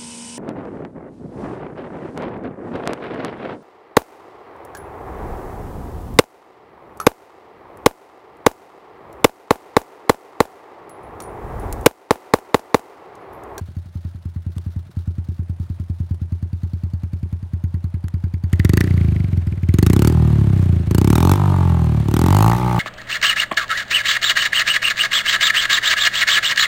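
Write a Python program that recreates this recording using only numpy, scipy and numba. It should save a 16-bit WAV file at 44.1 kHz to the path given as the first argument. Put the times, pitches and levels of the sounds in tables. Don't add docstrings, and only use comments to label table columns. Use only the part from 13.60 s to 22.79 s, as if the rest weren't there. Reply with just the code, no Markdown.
import sys
import numpy as np
from scipy import signal
from scipy.fft import rfft, irfft, next_fast_len
from scipy.io import wavfile
from numba import njit

SR = 44100
rng = np.random.default_rng(int(sys.argv[2]) if len(sys.argv) > 2 else 0)


def materialize(psi):
    bounded = np.clip(np.atleast_2d(psi).T, -1, 1)
    quanta = np.round(bounded * 32767).astype(np.int16)
    wavfile.write(sys.argv[1], SR, quanta)


N = 405279
TIME = np.arange(N) / SR


def undb(db):
    return 10 ** (np.asarray(db) / 20)


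def curve(table, at=TIME):
    return np.interp(at, *np.transpose(table))


def ramp(start_s, seconds):
    return np.clip((TIME - start_s) / seconds, 0, 1)


def unit(x):
    return x / np.sqrt(np.mean(x ** 2))


def wander(per_s):
    return unit(np.interp(TIME * per_s, np.arange(N // 100), rng.standard_normal(N // 100)))


def noise(spectrum):
    hz, db = np.transpose(spectrum)
    size = next_fast_len(N)
    freqs = np.maximum(np.fft.rfftfreq(size, 1 / SR), 1)
    gain = undb(np.interp(np.log(freqs), np.log(hz), db)) * np.minimum(freqs / hz[0], 1) ** 2
    return unit(irfft(rfft(rng.standard_normal(size)) * gain, size)[:N])


def keep(x, side, hz, order):
    return signal.sosfilt(signal.butter(order, hz, side, fs=SR, output="sos"), x + 1e-18)


def fade(x, seconds):
    decay = np.exp(-1 / (seconds * SR))
    return signal.lfilter([1 - decay], [1, -decay], x + 1e-18)


@njit
def ring(x, hz, width_hz):
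    y, band, low = np.empty(len(x)), 0., 0.
    for i in range(len(x)):
        tuning, damping = np.tan(np.pi * hz[i] / SR), width_hz[i] / hz[i]
        swing = (band + tuning * (x[i] + 1e-18 - low)) / (1 + tuning * (tuning + damping))
        band, low = 2 * swing - band, low + 2 * tuning * swing
        y[i] = damping * swing / np.sqrt(np.pi * width_hz[i] / SR)
    return y


def body(x, notes, tune=1, loss_hz=0):
    ones = np.ones(N)
    total = np.sqrt(sum(undb(db) ** 2 for _, _, db in notes))
    return sum(undb(db) * ring(x, hz * tune * ones, (width + loss_hz) * ones)
               for hz, width, db in notes) / total


def pulses(cycles, rate, db, scatter_db):
    at = np.flatnonzero(np.diff(np.floor(cycles)) > 0)
    train = np.zeros(N)
    train[at] = undb(db[at] + scatter_db * rng.standard_normal(len(at))) * np.sqrt(SR / rate[at])
    return train


# pitch_hz, level_db
FOREST_TONE = [(30, 13), (120, 32.5), (450, -27), (900, -31), (1400, -34), (2500, -22), (3800, -20),
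               (5000, -14), (8000, -22), (9700, -13), (11000, -23.5), (15500, -26)]

def forest():
    return undb(-47.0 + wander(2.2)) * noise(FOREST_TONE)


def tree_echo(sound, die_away_s, level_db):
    t = TIME[:SR]
    tail = keep(rng.standard_normal(SR), "low", 3600, order=1)
    tail = tail * undb(-60 * t / die_away_s) * (1 - np.exp(-t / 0.0047))
    tail = keep(tail, "high", 178, order=2)
    return undb(level_db) * signal.fftconvolve(sound, tail / np.sqrt(np.sum(tail ** 2)))[:N]


# start_s, level_db
CLICK_TIMES = [(0.982, -32.5), (2.545, -43), (3.13, -63), (4.483, -32.5)]
# pitch_hz, level_db
CLICK_TONE = [(500, 21), (1800, 8), (4500, 3.5), (8000, 3), (11500, 4), (15500, -13)]

def clicks():
    power = np.zeros(N)
    for start_s, level_db in CLICK_TIMES:
        power[int(start_s * SR)] = undb(level_db) ** 2
    return np.sqrt(fade(power, 0.0009) * 0.0012 * SR) * noise(CLICK_TONE)


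# time_s, level_db
CLATTER_LEVEL = [(0, -63.5), (1.4, -61), (2.8, -66), (4.8, -77), (9.19, -80)]

def clatter(hits_per_s=45, scatter_db=1):
    hits = rng.random(N) < hits_per_s / SR
    hits = hits * undb(scatter_db * np.clip(rng.standard_normal(N), -2, 2))
    hiss = noise([(700, -3), (1400, 7), (2400, -7.5), (3800, 1), (6000, -6), (8000, -11), (15500, -11)])
    ticks = np.sqrt(fade(hits ** 2, 0.0051)) * hiss
    return undb(curve(CLATTER_LEVEL)) * unit(ticks)


# pitch_hz, level_db
RUSH_TONE = [(150, 8.5), (450, 3.5), (600, 10.5), (900, 0.5), (1500, 1.5), (2300, -3.5), (3000, -6),
             (4200, -9.5), (5200, -20.5), (8000, -20.5), (9500, -16), (10500, -39), (15500, -43)]

def moving_parts(cycles, rate, rush_db):
    swell_db = 3.25 * np.cos(2 * np.pi * (cycles + 0.02)) + wander(100)
    rush = undb(rush_db + swell_db) * noise(RUSH_TONE)
    taps = sum(pulses(cycles - lag + 0.018 * wander(16), rate, rush_db - 15.5, scatter_db=2.5) ** 2
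               for lag in (.37, .62, .86))
    hiss = noise([(900, 2.0), (1500, 1.5), (4200, -5.5), (6000, -7.5), (15500, -14.5)])
    ticks = np.sqrt(fade(fade(taps, 0.001), 0.0028)) * hiss
    whir_db = curve([(0, -67.5), (2.4, -65), (3.2, -64), (4.8, -60.5), (9.19, -66)])
    whir = undb(whir_db + 2.1 * wander(45)) * body(rng.standard_normal(N), [(885, 186, 0)])
    return rush + ticks + whir


# pitch_hz, base_width_hz, level_db
HEADER_NOTES = [(4060, 39, -9), (4486, 36, 4.5), (4590, 83, 2), (6420, 40, 0.5), (7030, 100, -41),
                (11100, 940, 5)]

def header_ping(cycles, rate, burn_db):
    ping_db = curve([(0, -67.5), (1.6, -80), (3.2, -67), (4.8, -65), (5.1, -43), (5.4, -60), (9.19, -91)])
    hits = pulses(cycles, rate, ping_db + burn_db, scatter_db=1.5)
    knock = np.sqrt(fade(hits ** 2, 0.0008)) * rng.standard_normal(N)
    return body(knock, HEADER_NOTES, tune=1 + 0.017 * wander(7.8), loss_hz=60)


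# firings_per_s, level_db
GULP_LEVEL = [(10, -45.5), (25, -35.5), (60, -32)]
# base_pitch_hz, width_hz, level_db
AIRBOX_NOTES = [(179, 33, 1.5), (358.3, 42, -7)]

def intake(cycles, rate, gain_db, lag_cycles=.27):
    gulp = pulses(cycles - lag_cycles, rate, curve(GULP_LEVEL, at=rate) + gain_db, scatter_db=3.43)
    gulp = keep(keep(gulp, "low", 393, order=6), "high", 142, order=2)
    return body(gulp, AIRBOX_NOTES, tune=0.938)


# time_s, level_db
WHISTLE_LEVEL = [(0, -87), (4.8, -66), (5.05, -43.5), (5.6, -48.5), (6.6, -62), (8.4, -62.5), (9.19, -37)]

def gas_whistle(cycles, rate, opened, burn_db, open_boost_db=12):
    level_db = curve(WHISTLE_LEVEL) + open_boost_db * opened + burn_db
    puff = pulses(cycles - 0.004 * rate, rate, level_db, scatter_db=4.0)
    puff = keep(keep(puff, "high", 1100, order=4), "low", 6300, order=4)
    bend = 1.1 - 0.079 * opened + np.clip(0.057 * wander(30), -.2, .2)
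    notes = [(1590, 520, -23.0), (1888, 180, 29.5), (2033, 62, 20.0), (3700, 190, -1.0)]
    return undb(-2.5) * body(puff, notes, tune=bend)


# time_s, level_db
CHUFF_LEVEL = [(0, -64), (2, -70.5), (3.3, -66), (4.7, -60.5), (6, -59.5)]

def gas_chuff(cycles, rate, burn_db):
    puffs = pulses(cycles, rate, curve(CHUFF_LEVEL) + burn_db, scatter_db=3)
    swell = np.sqrt(fade(fade(puffs ** 2, .002), 0.0029))
    return swell * noise([(1100, -1), (1600, 4), (2600, -7), (4500, -30), (12000, -22)])


# pitch_hz, level_db
CRACK_TONE = [(300, 31), (700, 5), (1400, 19.5), (2000, 1.5), (3000, 6.5), (4200, 1), (6500, 2.5),
              (9000, 6.5), (10400, 1), (12000, 7), (15500, 1)]

def gas_crack(cycles, rate, crack_db):
    power = pulses(cycles + 0.00126 * rate, rate, crack_db, scatter_db=2.5) ** 2
    burst = np.sqrt(fade(fade(power, 0.00057), 0.0016) + undb(-2.0) * fade(fade(power, 0.0014), 0.0014))
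    jet = undb(-0.5) * burst * noise(CRACK_TONE)
    rim_notes = [(2680, 150, -2.5), (4130, 170, -0.63), (6240, 440, -0.57)]
    rim = body(burst * rng.standard_normal(N), rim_notes, tune=np.clip(1 + 0.117 * wander(30), .6, 1.5))
    front = pulses(cycles + 0.0003 * rate, rate, crack_db + 2.0, scatter_db=-1.0)
    snap = keep(keep(front, "high", 1000, order=2), "low", 3100, order=1)
    return jet + undb(-10) * rim + snap


# base_pitch_hz, base_width_hz, level_db
SILENCER_NOTES = [(90.2, 8.1, 7.5), (223, 30, -16)]

def silencer_boom(cycles, rate, opened, flow, boom_db, heat_rise_per_hz=0.00074):
    lead_s = np.maximum(.0018 - 0.013 * flow, 0)
    suction = -pulses(cycles + rate * lead_s, rate, boom_db, scatter_db=1.0)
    push = keep(keep(suction, "low", 118, order=2), "high", 171, order=2)
    heat = 0.947 + heat_rise_per_hz * rate
    swing = sum((-1) ** k * undb(db) * body(push, [(hz, width, 0)], tune=heat, loss_hz=170 * flow)
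                for k, (hz, width, db) in enumerate(SILENCER_NOTES))
    backflow = np.clip(rate / 30 - .4, 0, 1) * (1 - 0.73 * opened)
    moan = body(backflow * push, [(174.7, 83, 0)])
    boom = keep(swing - undb(3.0) * moan, "low", 356, order=3)
    thud = keep(keep(-suction, "low", 78, order=3), "high", 47.6, order=3)
    return undb(5.5) * thud + undb(4.0) * boom


# base_pitch_hz, base_width_hz, level_db
PIPE_NOTES = [(247, 19.5, 2.5), (294, 150, 10.5), (359, 28, -0.8)]

def pipe_punch(cycles, rate, flow, punch_db):
    blow = pulses(cycles + 0.0019 * rate, rate, punch_db, scatter_db=1.23)
    blow = keep(blow, "low", 379.5, order=8)
    pop = flow * body(blow, [(269, 39, 0)], tune=0.63)
    ringing = body(blow, PIPE_NOTES, tune=0.89, loss_hz=150 * flow)
    return keep(undb(-7) * ringing + undb(13.0) * pop, "high", 183, order=2)


# base_pitch_hz, width_hz, level_db
OUTLET_NOTES = [(651, 55, 1.5), (891, 170, 13), (1167, 180, 4.5)]

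def outlet_bark(cycles, rate, opened, bark_db, gap_cycles=.174):
    front = pulses(cycles, rate, bark_db, scatter_db=1.2)
    back = pulses(cycles - gap_cycles, rate, bark_db, scatter_db=1.2)
    edges = front - .7 * (1 - .8 * opened) * back
    slap = keep(keep(edges, "high", 860, order=3), "low", 1097, order=4)
    return undb(-2.5) * body(slap, OUTLET_NOTES, tune=0.95)


# time_s, change_db
ODD_FIRINGS = [(.085, -7.5), (.256, -11), (.546, -6), (1.263, -19), (3.823, -6.5), (5.68, -4),
               (5.82, -12.5), (5.875, -0.5), (5.92, -2.5), (5.97, -6), (7.2, -3), (7.235, -9),
               (7.272, -2.5), (7.31, 5.5), (8.43, -5.5), (8.455, -3.5), (8.481, 4.5), (8.507, -3)]

def uneven_burn(cycles):
    firing, burn_db = np.round(cycles), np.zeros(N)
    for time_s, change_db in ODD_FIRINGS:
        burn_db[firing == firing[int(time_s * SR)]] = change_db
    return burn_db


# time_s, firings_per_s
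IDLE_SPEED = [(0.0, 14.41), (0.25, 10.26), (0.45, 10.68), (0.6, 9.13), (1.05, 10.27), (1.4, 9.33),
              (1.9, 9.64), (2.2, 10.23), (2.45, 9.25), (3.0, 9.77), (3.7, 10.35), (3.9, 9.28), (4.2, 10.05),
              (4.8, 10.06)]
# start_s, opening_s, shut_s, pull_end_s, pull_hz_per_s (firing rate gained)
REVS = [(4.8577, .0385, 5.215, 5.182, 77.16), (6.0329, .0904, 6.475, 6.4652, 75.53),
        (7.2582, .0964, 7.72, 7.7259, 75.46), (8.4344, .1117, 8.935, 8.9587, 79.92)]

def rev_engine(pull_fade_s=.099, friction_hz_per_s=13.254, coast_s=3.387, closing_s=0.068):
    pull, opened, sag_db = np.zeros((3, N))
    for start_s, opening_s, shut_s, pull_end_s, pull_hz_per_s in REVS:
        twist = ramp(start_s, opening_s)
        pull += pull_hz_per_s * twist * (1 - ramp(pull_end_s, pull_fade_s))
        opened += twist * (1 - ramp(shut_s, closing_s))
        sag_db -= 5.5 * np.exp(-((TIME - shut_s - .04) / 0.023) ** 2)
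    friction = friction_hz_per_s * (TIME > REVS[0][0])
    rate = curve(IDLE_SPEED) + coast_s * fade(pull - friction, coast_s)
    return rate, opened, sag_db


# firings_per_s, boom_db, punch_db, bark_db, crack_db, rush_db
SHUT_LEVELS = [(9.6, -21, -39, -63, -68, -60), (20.6, -17, -33.5, -74, -60, -49.5),
               (29.5, -15, -25.5, -46.5, -57.5, -43), (39.2, -13.5, -24, -32.5, -53, -40),
               (46, -15.5, -21, -27, -51.5, -38.5), (60.6, -15.5, -18.5, -21, -43, -35)]
# firings_per_s, boom_db, punch_db, bark_db, crack_db, rush_db
OPEN_LEVELS = [(13, -14, -30, -75, -45.5, -51.5), (24.1, -13, -16.5, -33, -35.5, -47.5),
               (38.3, -15, -15, -25.5, -32.5, -41.5), (50.9, -10, -16.5, -17.5, -29, -35.5),
               (57.8, -10.5, -23, -14.5, -35, -39)]

def engine_levels(rate, opened):
    def at_speed(table):
        speeds, *columns = np.transpose(table)
        return np.array([np.interp(rate, speeds, column) for column in columns])
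    return (1 - opened) * at_speed(SHUT_LEVELS) + opened * at_speed(OPEN_LEVELS)


# time_s, gain_db
NEARNESS = [(0, -6.5), (.8, -4), (1.4, -1.8), (3, -1.3), (4.3, 0.2), (6.5, 2.52), (9.19, -1.17)]
# time_s, gain_db
OUTLET_AIM = [(0, 6), (5.5, -5.5), (6.4, -3.5), (7.35, 1), (7.8, 3.5), (8.5, 0), (8.78, 5.5), (9.02, 0.5),
              (9.19, 5)]

def scene():
    rate, opened, sag_db = rev_engine()
    boom_db, punch_db, bark_db, crack_db, rush_db = engine_levels(rate, opened)
    aim_db = curve(OUTLET_AIM)
    cycles = .83 + np.cumsum(rate) / SR + 0.0023 * wander(25)
    burn_db = uneven_burn(cycles)
    punch_db = punch_db + 0.93 * burn_db
    flow = np.minimum(undb(punch_db), .3)
    exhaust = silencer_boom(cycles, rate, opened, flow, boom_db + sag_db + np.minimum(burn_db, 0))
    exhaust += pipe_punch(cycles, rate, flow, punch_db)
    exhaust += outlet_bark(cycles, rate, opened, bark_db + aim_db + sag_db + burn_db)
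    gulps = intake(cycles, rate, 0.37 * burn_db)
    gas = gas_crack(cycles, rate, crack_db + 0.2 * aim_db + burn_db)
    gas += gas_whistle(cycles, rate, opened, burn_db) + gas_chuff(cycles, rate, burn_db)
    bike = undb(curve(NEARNESS)) * (exhaust + gulps + gas) + header_ping(cycles, rate, burn_db)
    bike += moving_parts(cycles, rate, rush_db) + clatter() + clicks()
    return (forest() + bike + tree_echo(bike, die_away_s=0.74, level_db=-24))[None]


def record(dry, top_hz=15900):
    return signal.sosfilt(signal.ellip(8, .2, 70, top_hz, fs=SR, output="sos"), np.clip(dry, -1, 1))


dry = scene()
out = record(dry)
materialize(out)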